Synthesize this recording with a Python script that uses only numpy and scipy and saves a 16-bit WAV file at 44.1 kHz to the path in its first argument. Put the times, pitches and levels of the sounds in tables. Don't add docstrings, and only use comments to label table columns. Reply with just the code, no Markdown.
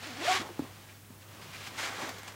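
import sys
import numpy as np
from scipy import signal
from scipy.fft import rfft, irfft
from scipy.io import wavfile
from scipy.ndimage import map_coordinates

SR = 44100
rng = np.random.default_rng(int(sys.argv[2]) if len(sys.argv) > 2 else 0)


def master_out(mix):
    frames = np.transpose(np.atleast_2d(mix))
    ceiling = np.clip(frames, -1, 1)
    pcm = np.round(ceiling * 32767).astype(np.int16)
    wavfile.write(sys.argv[1], SR, pcm)


N = 103635


def undb(db):
    return 10 ** (np.asarray(db) / 20)


def unit(x):
    return x / np.sqrt(np.mean(x ** 2))


def clock():
    return np.arange(N) / SR


def gain_curve(table, column=1, fade_s=.012):
    rows, t = np.array(table), clock()
    outside = np.maximum(rows[0, 0] - t, 0) + np.maximum(t - rows[-1, 0], 0)
    return undb(np.interp(t, rows[:, 0], rows[:, column])) * np.exp(-outside / fade_s)


def colour(x, points):
    size = 4096
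    hz, db = np.array(points).T
    gain = undb(np.interp(np.log(np.fft.rfftfreq(size, 1 / SR) + 1), np.log(hz), db))
    cepstrum = irfft(np.log(unit(gain)))
    cepstrum[1:size // 2] *= 2
    cepstrum[size // 2 + 1:] = 0
    return signal.fftconvolve(x, irfft(np.exp(rfft(cepstrum))))[:N]


def wander(per_s):
    values = rng.standard_normal(4096)
    return unit(map_coordinates(values, [clock() * per_s], order=2, mode="mirror"))


def fibres(spread_db, hiss, snaps_per_s=5000):
    hits = rng.random(N) < snaps_per_s / SR
    signs = np.sign(rng.standard_normal(N))
    sizes = undb(spread_db * np.minimum(rng.exponential(size=N), 4))
    return unit(unit(hits * signs * sizes) + hiss * rng.standard_normal(N))


# frequency in Hz, relative level in dB.
BACKGROUND_COLOUR = [(25, -15), (42, -9), (56, -6), (80, -4), (130, 0.5), (220, -5), (350, -10), (550, -17),
                     (900, -18), (2000, -18), (4000, -22), (8000, -20.5), (12000, -23), (15500, -20)]

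def background(hum_hz=100, hum_db=-56.5, noise_db=-54.5):
    hum_gain = np.sqrt(2) * undb(hum_db + 0.6 * wander(12))
    hum = hum_gain * np.sin(2 * np.pi * hum_hz * clock() + .25 * wander(9))
    return hum + undb(noise_db) * colour(rng.standard_normal(N), BACKGROUND_COLOUR)


# delay in seconds, level in dB.
ECHOES = [(.0037, -22), (.0078, -19), (0.0151, -16)]

def room(x, ring_s=.24, gap_s=.007, tail_db=-19, top_hz=5500):
    t = clock()
    early = sum(undb(db) * np.interp(t - delay, t, x, left=0) for delay, db in ECHOES)
    age = t[:SR // 2]
    tail = rng.standard_normal(len(age)) * (age > gap_s) * np.exp(-np.log(1000) * age / ring_s)
    tail = signal.sosfilt(signal.butter(1, top_hz, fs=SR, output="sos"), tail)
    tail /= np.sqrt(np.sum(tail ** 2))
    return x + early + undb(tail_db) * signal.fftconvolve(x, tail)[:N]


# time in seconds, brushing level in dB, rubbing level in dB.
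HANDLING = [(0.42, -54.5, -42.5), (0.51, -55.5, -52), (0.55, -55, -60.5), (0.64, -52.5, -53),
            (0.70, -57.5, -57.5), (0.81, -56, -61), (0.85, -60, -62), (0.90, -56, -61), (1.0, -65.5, -67),
            (1.11, -65, -61.5), (1.19, -66, -64), (1.228, -58, -63), (1.26, -63, -58.5), (1.33, -55, -58),
            (1.41, -54.5, -54.5), (1.43, -50, -57.5), (1.50, -50.5, -54), (1.555, -45.5, -58),
            (1.615, -49.5, -59.5), (1.672, -42.5, -56), (1.705, -50.5, -55), (1.80, -51, -63)]
# frequency in Hz, relative level in dB.
BRUSH_COLOUR = [(80, -12), (150, 3.5), (300, -7), (1000, -3.5), (1700, 0.5), (2400, 0), (3600, -3),
                (6500, -9), (10000, -17), (15500, -22.5)]
RUB_COLOUR = [(60, -25), (150, -7), (310, 0), (500, -2), (750, -1), (1150, -2), (1700, -14), (4000, -35)]

def hands():
    brush = fibres(spread_db=2.5, hiss=0.95) * undb(1.24 * wander(80)) * gain_curve(HANDLING)
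    rub = fibres(spread_db=3.5, hiss=0.44) * undb(1.5 * wander(59.8)) * gain_curve(HANDLING, column=2)
    return colour(brush, BRUSH_COLOUR) + colour(rub, RUB_COLOUR)


# middle in seconds, level in dB, pitch in Hz, half length in seconds,
# wobble as a share of the pitch.
SQUEAKS = [(0.899, -52.5, 2300, 0.0063, 0.18), (1.551, -47, 2400, 0.008, 0.07),
           (2.093, -54, 13800, .009, 0.05), (2.19, -59, 13300, .006, .02), (2.26, -53.5, 2150, 0.013, .03)]

def squeaks():
    out, waver = np.zeros(N), wander(1100)
    for middle, db, hz, half, wobble in SQUEAKS:
        swell = np.sqrt(2) * undb(db) * np.exp(-((clock() - middle) / half) ** 2)
        out += swell * np.sin(2 * np.pi * hz * np.cumsum(1 + wobble * waver) / SR)
    return out


# start in seconds, level in dB, fading time in seconds.
TICKS = [(0.072, -38, 0.0019), (1.839, -40, .002), (2.092, -35.5, .005), (2.183, -44, .006),
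         (2.232, -39.5, .003), (2.2775, -41, 0.015), (2.322, -48, .003)]
# frequency in Hz, relative level in dB.
TICK_COLOUR = [(150, -10), (800, 0), (2000, -1), (4000, -5), (7000, -6), (10000, -16), (16000, -26)]

def buckle_ticks():
    t, bursts = clock(), np.zeros(N)
    for start, db, fade_s in TICKS:
        bursts += undb(db) * (t > start) * np.exp(-np.maximum(t - start, 0) / fade_s)
    return colour(bursts * fibres(spread_db=3, hiss=.6), TICK_COLOUR)


# start in seconds, level in dB, pitch in Hz,
# ring time (seconds to fall by 60 dB), base level of the cloth slap in dB.
THUMPS = [(0.396, -27.5, 243, 0.049, -51), (0.412, -25.5, 330, 0.04, -40), (0.490, -33, 400, 0.042, -34.5),
          (0.503, -34.5, 345, 0.07, -45), (0.5928, -12.5, 283, 0.033, -31), (0.606, -40, 172, 0.027, -40),
          (0.6205, -24.5, 260, 0.038, -39), (0.64, -31, 250, 0.033, -54), (1.102, -36.5, 230, 0.042, -54),
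          (1.125, -38, 190, .03, -64)]
# multiple of the pitch, relative level in dB, multiple of the ring time.
BELT_TONES = [(.6, -16.5, 1.5), (1, 0, 1), (1.4, -16, 0.45), (3.1, -15, .45), (4.2, -22, .4)]
# frequency in Hz, relative level in dB.
SLAP_COLOUR = [(60, -42), (200, -18), (450, 4.5), (900, 8), (1250, 0.5), (1700, -4.5), (3000, -20),
               (6000, -21), (15000, -26)]

def thumps(rise_s=.003, rustle_s=.004):
    belt, slap, noise = np.zeros(N), np.zeros(N), rng.standard_normal(N)
    for start, db, hz, ring_s, slap_db in THUMPS:
        age = np.maximum(clock() - start, 0)
        rise = 1 - np.exp(-age / rise_s)
        for multiple, tone_db, stretch in BELT_TONES:
            fade = np.exp(-np.log(1000) * age / (ring_s * stretch))
            belt -= undb(db + tone_db) * rise * fade * np.sin(2 * np.pi * hz * multiple * age)
        slap += undb(slap_db - 8) * noise * (age > 0) * np.exp(-age / rustle_s)
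        slap[int(start * SR)] -= undb(slap_db + 15)
    return belt + colour(slap, SLAP_COLOUR)


# time in seconds, rasp level in dB, level of the low scrape in dB.
SLACK_PULL = [(1.70, -69, -60), (1.765, -46.5, -50.5), (1.79, -36, -48), (1.82, -37, -48),
              (1.84, -34.5, -46), (1.875, -37, -47), (1.915, -43.5, -47.5), (1.96, -43.5, -49),
              (2.026, -39, -39.5), (2.055, -41.5, -45.5), (2.096, -44.5, -41.5), (2.125, -47.5, -52.5),
              (2.16, -50.5, -53), (2.19, -48, -52.5), (2.22, -51.5, -66), (2.265, -50.5, -54),
              (2.295, -49.5, -56), (2.35, -57, -54)]
# frequency in Hz, relative level in dB.
SLACK_COLOUR = [(100, -20), (300, -12), (650, -7), (1000, -3), (1550, 0), (2300, -1), (2600, -6),
                (3300, -4), (4600, -9), (7000, -11), (10000, -21), (15500, -29)]

def slack_pull():
    catch = undb(0.65 * wander(140))
    rasp = fibres(spread_db=2, hiss=1.0) * catch * gain_curve(SLACK_PULL)
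    scrape = fibres(spread_db=2.5, hiss=.4) * catch * gain_curve(SLACK_PULL, column=2)
    return colour(rasp, SLACK_COLOUR) + colour(scrape, RUB_COLOUR)


def rib_tones(tones, rib_rate, phase, strap_hz=720, width_hz=110, boost_db=9):
    out = np.zeros(N)
    for multiple, db in tones:
        boost = boost_db / (1 + (2 * (multiple * rib_rate - strap_hz) / width_hz) ** 2)
        flicker_db = 2 * wander(139)
        out += np.sqrt(2) * undb(db + boost + flicker_db) * np.cos(multiple * phase)
    return out


# time in seconds, ribs crossing the bar per second, base level in dB.
ZIP = [(0.015, 217, -61), (0.04, 250, -57), (0.055, 286, -60), (0.072, 305.8, -47), (0.10, 271.3, -53),
       (0.15, 210.5, -56), (0.18, 253.4, -52.5), (0.205, 299.2, -45.5), (0.235, 394.3, -45),
       (0.255, 542, -41.5), (0.272, 676.7, -47), (0.286, 697, -30.5), (0.297, 747.2, -39),
       (0.324, 745, -40.5), (0.342, 770, -60), (0.365, 754, -43.5), (0.388, 731, -69), (0.405, 715, -89)]
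# multiple of the rib rate, relative level in dB.
ZIP_TONES = [(1, 1.5), (2, -5.5), (3, -8), (4, -29)]
FAST_TONES = [(0.5, -47), (1.5, -39.5)]
# time in seconds, level in dB.
TIGHT_RASP = [(0, -51), (0.04, -42), (0.08, -44), (0.12, -45), (0.164, -47), (0.232, -37.5), (0.266, -31.5),
              (0.29, -31), (0.326, -29), (0.358, -29), (0.388, -37), (0.42, -40), (0.437, -52), (0.48, -53),
              (0.56, -76)]
# frequency in Hz, relative level in dB.
TIGHT_COLOUR = [(100, -22), (250, -12.5), (400, -6.5), (600, -10), (900, -3), (1350, 0), (2200, 0),
                (3000, -3), (4300, -5), (7400, -13), (10000, -22), (15500, -31)]

def tight_pull(steady_hz=705, fast_from_s=0.271, fast_to_s=0.399, fade_s=0.033):
    t, rows = clock(), np.array(ZIP)
    rib_rate = np.interp(t, rows[:, 0], rows[:, 1])
    wobble = 0.0099 + 0.14 * np.clip(1 - rib_rate / steady_hz, 0, 1)
    phase = 2 * np.pi * np.cumsum(rib_rate * (1 + wobble * wander(260))) / SR
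    fast = np.clip(np.minimum(t - fast_from_s, fast_to_s - t) / fade_s, 0, 1)
    tone = gain_curve(ZIP, column=2) * rib_tones(ZIP_TONES, rib_rate, phase)
    tone += fast * rib_tones(FAST_TONES, rib_rate, phase)
    pulse = 1 + 0.32 * np.cos(phase)
    rasp = unit(fibres(spread_db=3.0, hiss=1.8) * pulse * undb(0.47 * wander(130)))
    return tone + colour(rasp * gain_curve(TIGHT_RASP), TIGHT_COLOUR)


def scene():
    strap_sounds = tight_pull() + slack_pull() + hands() + buckle_ticks() + squeaks()
    return (room(strap_sounds) + thumps() + background())[None]


def record(dry, bottom_hz=50, top_hz=15750):
    x = signal.sosfilt(signal.butter(6, bottom_hz, "high", fs=SR, output="sos"), dry)
    return signal.sosfilt(signal.ellip(10, .1, 70, top_hz, fs=SR, output="sos"), x)


dry = scene()
out = record(dry)
master_out(out)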